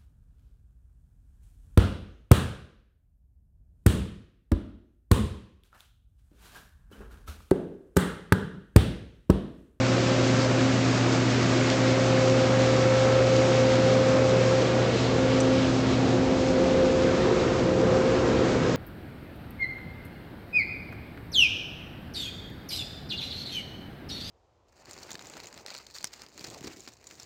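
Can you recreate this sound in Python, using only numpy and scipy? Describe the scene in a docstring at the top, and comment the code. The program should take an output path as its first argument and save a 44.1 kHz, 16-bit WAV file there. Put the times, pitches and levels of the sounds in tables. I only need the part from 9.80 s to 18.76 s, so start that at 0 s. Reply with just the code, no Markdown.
"""Street sweeper passing on a concrete yard

From a few steps away the microphone hears cab and side broom creep by, then the nozzle, then the tail.
The diesel hums and clatters; the suction fan drones on its blade tones and roars through the hopper;
the steel broom swishes once a turn and flicks grit. Each part is loudest as it draws level;
wheel and body then screen the front of the truck, and the roar from the tail takes over."""
import sys
import numpy as np
from scipy import signal
from scipy.fft import rfft, irfft
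from scipy.io import wavfile
from scipy.ndimage import uniform_filter1d

SR = 44100
rng = np.random.default_rng(int(sys.argv[2]) if len(sys.argv) > 2 else 0)


def wrap_up_sound(samples):
    """Save the sound to the file named by the first command line argument, as 16-bit audio."""
    columns = np.atleast_2d(samples).T
    # keep every value between -1 and 1, then stretch to whole-number steps
    tamed = np.clip(columns, -1, 1)
    steps = np.round(tamed * 32767).astype(np.int16)
    wavfile.write(sys.argv[1], SR, steps)


N = 395136
T = np.arange(N) / SR

# Diesel hum, fan blade tone and its octave, swelling and fading at the microphone: time_s, level_db
HUM_LEVELS = [(0, -27.0), (3.4, -26.5), (6.3, -30.5), (6.6, -40), (7.15, -47.5), (7.85, -35.0),
              (8.96, -34.5)]
BLADE_LEVELS = [(0, -32), (0.45, -28.5), (2.4, -30.0), (3.4, -36.5), (4.4, -32.0), (5.1, -39.5),
                (5.85, -24), (6.1, -25.5), (7.0, -28.5), (7.2, -33.5), (7.9, -40), (8.96, -30.5)]
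OCTAVE_LEVELS = [(0, -32.5), (0.75, -34.5), (1.15, -43), (1.6, -45.5), (2.4, -26.5), (3.6, -24.0),
                 (4.75, -25.5), (5.2, -40.5), (5.65, -27.0), (6.03, -50), (7.0, -25), (7.7, -35.5),
                 (8.1, -27.5), (8.96, -41)]
# Weaker engine tones: multiple_of_firing_rate, level_db
ENGINE_ORDERS = [(3 / 2, -44), (5 / 2, -46), (6 / 2, -46)]
# Noise spectra of body panels, engine block, outlet, hose, intake air and broom: frequency_hz, level_db
PANEL_SPECTRUM = [(70, -26), (110, -4), (170, -0.5), (240, 1), (300, -4.5), (420, -10.5), (800, -38.5)]
CLATTER_SPECTRUM = [(600, -19), (1100, -4), (1550, 0.5), (2000, -1.5), (2200, -3.5), (2600, -4),
                    (3200, -12), (5000, -21), (8000, -31.5)]
RUMBLE_SPECTRUM = [(20, -23.5), (35, -11.5), (55, -2), (85, 4), (110, -6), (160, -11.5), (300, -31.5)]
HOSE_SPECTRUM = [(200, -16), (400, -5), (590, 3), (660, 0), (720, -1), (830, -5.5), (1100, -16),
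                 (2000, -34)]
RUSH_SPECTRUM = [(500, -12.5), (800, -4.5), (1000, -1), (1150, -1), (1350, -3), (1900, -12), (3500, -21.5),
                 (8000, -42)]
BROOM_SPECTRUM = [(1000, -17), (2200, -0.5), (3200, -0.5), (4000, -0.5), (5000, -2), (6000, -4.5),
                  (7000, -6.5), (7700, -11.5), (8300, -20), (8900, -37)]
# Resonances of engine guard, hopper, nozzle and the hollow under the tail: pitch_hz, width_hz, level_db
GUARD_MODES = [(2198, 110, -1), (1583, 170, -2)]
HOPPER_MODES = [(323.4, 33, -3.5), (359.2, 39, 0), (393.5, 35, -5)]
NOZZLE_MODES = [(454.7, 54, -3), (494.6, 57, -6.5)]
UNDERBODY_MODES = [(735, 260, 0)]
# Thin whines of the broom drive: pitch_hz, level_db
DRIVE_WHINES = [(1265, -46.5), (1324, -45.5), (2208, -55)]
# A stone flung against steel, and its bounces: start_s, level_db
STONE_BLOWS = [(5.603, -25), (5.607, -30), (5.610, -32)]
# Ring of the struck steel: pitch_hz, level_db, t60_s
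STEEL_MODES = [(6035, 0, .033), (6352, -7, .025), (6848, -11, .04), (7574, -7, .03)]
# Bristles catching on the concrete: centre_s, half_width_s, level_re_hiss_db, pitch_hz
BRISTLE_CATCHES = [(.62, 0.044, -2, 4700), (1.16, 0.039, -7, 4900), (1.9, .03, -10, 3700),
                   (4.875, .02, -10, 3300), (5.262, .025, -3, 3930), (5.84, .04, -6, 3000),
                   (6.1, .09, -6.5, 3900), (7.52, .13, -5.5, 3600)]

# Parts going by the microphone: nearest_s, time_to_fall_3_db_s
CAB_PASS, BROOM_PASS, BRISTLE_TIPS_PASS = (1.3, 3.7), (2.1, 8.4), (1.2, 3.65)
HOSE_PASS, RUSH_PASS, UNDERBODY_PASS = (3.7, 5.0), (3.0, 7.5), (6.35, .33)
# Parts turning towards the microphone or away: start_s, end_s, change_db
NOZZLE_OPENS, OUTLET_OPENS, HOPPER_OPENS = (1.5, 5.4, 10), (3.5, 6.8, 8.2), (5.7, 7.5, 4.6)
BROOM_HIDES = (6.0, 6.4, -2.85)
TAIL_OPENS = (6.86, 7.6, 2.3)  # the tail clears and sound comes out from under the chassis
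# Sound shadows and dips: start_s, deepest_s, end_s, depth_db
WHEEL_SHADOW, HOSE_SHADOW = (5.5, 6, 7.5, -7), (3.5, 5.5, 6.15, -1)  # rear wheel screens nozzle, hose
CORNER_SHADOW = (5, 6.9, 7, -2)  # cast by the body's corner
TREBLE_DIP = (7.62, 7.94, 8.25, -3.2)  # the treble dips briefly behind the truck

FIRING_HZ, BLADE_HZ = 120.4, 262.0  # governed rates of firings and fan blades
BROOM_TURN_HZ, BROOM_BITE_S = 5.45, .62


def undb(db):
    """Decibels to gain."""
    return 10 ** (np.asarray(db) / 20)


def unit(x):
    """Scale to rms 1."""
    return x / np.sqrt(np.mean(x ** 2))


def noise():
    """White noise."""
    return rng.standard_normal(N)


def drift(rate_hz):
    """Smooth random motion of rms 1 that changes about rate_hz times a second."""
    size = max(int(SR / rate_hz), 1)
    steps = np.repeat(rng.standard_normal(N // size + 1), size)
    return unit(uniform_filter1d(uniform_filter1d(steps, size), size)[:N])


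def colour(x, spectrum):
    """Shape x by (frequency_hz, level_db) points; rms 1."""
    hz, db = np.transpose(spectrum)
    bins_hz = np.maximum(np.fft.rfftfreq(N, 1 / SR), 1)
    shape_db = np.interp(np.log(bins_hz), np.log(hz), db, left=-90, right=-90)
    return unit(irfft(rfft(x) * undb(shape_db), N))


def resonate(modes):
    """Noise rings each (pitch_hz, width_hz, level_db) resonance; rms 1."""
    ringing = 0
    for hz, width, db in modes:
        b, a = signal.iirpeak(hz, hz / width, SR)
        ringing += undb(db) * unit(signal.lfilter(b, a, signal.lfilter(b, a, noise())))
    return unit(ringing)


def passing(nearest_s, passing_s):
    """Level in dB of a part going by in a straight line, 0 when nearest the microphone."""
    return -20 * np.log10(np.hypot(1, (T - nearest_s) / passing_s))


def ramp(start_s, end_s, change_db):
    """Level in dB that moves evenly to a new value and stays there."""
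    return change_db * np.clip((T - start_s) / (end_s - start_s), 0, 1)


def dip(start_s, deepest_s, end_s, depth_db):
    """Level in dB that sinks and comes back."""
    return ramp(start_s, deepest_s, depth_db) - ramp(deepest_s, end_s, depth_db)


def swell(levels):
    """Gain through (time_s, level_db) points: broad crests and narrow nulls, as in a standing wave."""
    time_s, db = np.transpose(levels)
    return np.interp(T, time_s, undb(db))


def ground_echo(x, echo_db=-18, lag_s=.004, sway=.12):
    """Concrete and chassis return the treble a moment later; the lag drifts as the truck moves."""
    treble = signal.sosfilt(signal.butter(2, 900, "high", fs=SR, output="sos"), x)
    delay_s = lag_s * (1 + sway * drift(1))
    return x + undb(echo_db) * np.interp(T - delay_s, T, treble)


def broom_drive(nearest_s=3.2, passing_s=0.79, wobble=.003):
    """The hydraulic drive whines faintly as it goes by."""
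    whine = 0
    for hz, db in DRIVE_WHINES:
        phase = 2 * np.pi * np.cumsum(hz * (1 + wobble * drift(40))) / SR
        whine += np.sin(phase) * undb(db + 2 * drift(5.5))
    return np.sqrt(2) * whine * undb(passing(nearest_s, passing_s))


def flung_stone(crack_db=-1.5, crack_s=.0015, ring_db=-6.5):
    """A stone strikes steel and bounces; each blow gives a short crack and a bright ring."""
    t = T[:SR // 10]
    ring = sum(undb(db - 60 * t / t60) * np.sin(2 * np.pi * hz * t) for hz, db, t60 in STEEL_MODES)
    blows = np.zeros(N)
    for start_s, db in STONE_BLOWS:
        blows[int(start_s * SR)] += undb(db)
    bright_noise = colour(noise(), [(3000, -16), (5000, -10), (6000, 0), (8000, -1), (9000, -16)])
    crack = signal.fftconvolve(blows, np.exp(-t / crack_s))[:N] * bright_noise
    return undb(ring_db) * signal.fftconvolve(blows, ring)[:N] + undb(crack_db) * crack


def diesel(hum_db=-0.2, clatter_db=-35.8, guard_db=-46.5, panel_db=-30, knock=0.29,
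           flutter_db=0.5, surge_db=0.7, wobble=0.00203):
    """Firings make a smooth hum; the block knocks on every second one, clearly only beside the cab."""
    phase = 2 * np.pi * np.cumsum(FIRING_HZ * (1 + wobble * drift(8))) / SR
    hum = np.sin(phase) * swell(HUM_LEVELS) * undb(hum_db + flutter_db * drift(14))
    for multiple, db in ENGINE_ORDERS:
        hum += np.sin(multiple * phase) * undb(db + 2 * drift(3.7))
    beside_cab = np.interp(T, [3.4, 4.6], [1, .2])
    beat = 1 + knock * beside_cab * np.cos(phase / 2) + .14 * np.cos(phase)
    clatter = colour(noise() * beat, CLATTER_SPECTRUM) * undb(clatter_db)
    clatter += resonate(GUARD_MODES) * beat * undb(guard_db)
    path_db = passing(*CAB_PASS) + .6 * dip(*CORNER_SHADOW) + ramp(*TAIL_OPENS) + dip(*TREBLE_DIP)
    rear_db = np.interp(T, [5, 7.5], [-.4, .8])  # the panels sound fuller from behind
    panels = colour(noise(), PANEL_SPECTRUM) * undb(panel_db + rear_db + 0.49 * drift(5))
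    return np.sqrt(2) * hum + clatter * undb(path_db + surge_db * drift(12)) + panels


def side_broom(hiss_db=-35.5, tips_db=-34.0, swish_db=0.66, flicker_db=0.43, patchy_db=0.77,
               slips_per_s=600, grit_db=-11.5, spread_db=3.5):
    """Steel bristles scrape the concrete in tiny slips and bite harder once a turn."""
    slips = (rng.random(N) < slips_per_s / SR) * noise()
    slips *= undb(spread_db * np.minimum(rng.exponential(size=N), 5))
    scrape = colour(noise() + undb(grit_db) * unit(slips), BROOM_SPECTRUM)
    # The top treble of the tips fades first as the broom moves off.
    tips = signal.sosfiltfilt(signal.butter(4, 5200, "high", fs=SR, output="sos"), scrape)
    hiss = (scrape - tips) * undb(patchy_db * drift(16))
    for centre_s, half_width_s, db, hz in BRISTLE_CATCHES:
        hiss += resonate([(hz, hz / 3, 0)]) * undb(db) * np.exp(-((T - centre_s) / half_width_s) ** 2)
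    hiss *= undb(hiss_db + passing(*BROOM_PASS) + ramp(*BROOM_HIDES))
    tips_path_db = passing(*BRISTLE_TIPS_PASS) + .3 * ramp(*BROOM_HIDES) + .8 * ramp(*TAIL_OPENS)
    tips *= undb(tips_db + tips_path_db + patchy_db * drift(24))
    bite_db = swish_db * np.cos(2 * np.pi * BROOM_TURN_HZ * (T - BROOM_BITE_S))
    return (hiss + tips) * undb(dip(*TREBLE_DIP) + bite_db + flicker_db * drift(10))


def suction_air(rumble_db=-43.9, hopper_db=-33.2, nozzle_db=-40, hose_db=-31.5, rush_db=-35.8,
                underbody_db=-37.5, gust_db=0.8, churn_db=0.8):
    """Air rushes into the nozzle, rings hose, hopper and underbody and rumbles out at the tail."""
    gusts = gust_db * drift(12)
    rumble = colour(noise(), RUMBLE_SPECTRUM) * undb(rumble_db + ramp(*OUTLET_OPENS))
    hopper = resonate(HOPPER_MODES) * undb(hopper_db + ramp(*HOPPER_OPENS) + churn_db * drift(8.9))
    nozzle_path_db = ramp(*NOZZLE_OPENS) + dip(*WHEEL_SHADOW)
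    nozzle = resonate(NOZZLE_MODES) * undb(nozzle_db + nozzle_path_db + churn_db * drift(8))
    hose_path_db = passing(*HOSE_PASS) + dip(*HOSE_SHADOW)
    hose = colour(noise(), HOSE_SPECTRUM) * undb(hose_db + hose_path_db + gusts)
    howl = resonate(UNDERBODY_MODES) * undb(underbody_db + passing(*UNDERBODY_PASS) + gusts)
    rush_path_db = passing(*RUSH_PASS) + dip(*CORNER_SHADOW) + ramp(*TAIL_OPENS) + dip(*TREBLE_DIP)
    rush = colour(noise(), RUSH_SPECTRUM) * undb(rush_db + rush_path_db + gusts)
    return rumble + hopper + nozzle + hose + howl + rush


def suction_fan(blade_db=0.1, octave_db=1.7, third_db=-19.3, flutter_db=1.06, wobble=0.00204):
    """Blades pass the housing's lip; uneven inflow shakes each tone a little."""
    doppler = np.interp(T, [3, 6, 8], [1.001, 1, .998])  # the pitch sinks as the truck draws away
    phase = 2 * np.pi * np.cumsum(BLADE_HZ * doppler * (1 + wobble * drift(20))) / SR
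    blade, octave = swell(BLADE_LEVELS), swell(OCTAVE_LEVELS)
    gains = [blade * undb(blade_db), octave * undb(octave_db), octave * undb(third_db)]
    tones = [np.sin(k * phase) * gain * undb(flutter_db * drift(22)) for k, gain in enumerate(gains, 1)]
    return np.sqrt(2) * sum(tones)


def scene():
    """The whole truck over concrete, in mono from a few steps away."""
    truck = diesel() + suction_fan() + suction_air() + side_broom() + broom_drive() + flung_stone()
    return ground_echo(truck)[None]


def record(dry, ceiling=0.42, cutoff_hz=8800):
    """A small camera's microphone rounds the highest peaks and cuts the treble."""
    rounded = dry / (1 + (dry / ceiling) ** 4) ** (1 / 4)
    return signal.sosfilt(signal.ellip(8, .2, 80, cutoff_hz, fs=SR, output="sos"), rounded)


dry = scene()
out = record(dry)
wrap_up_sound(out)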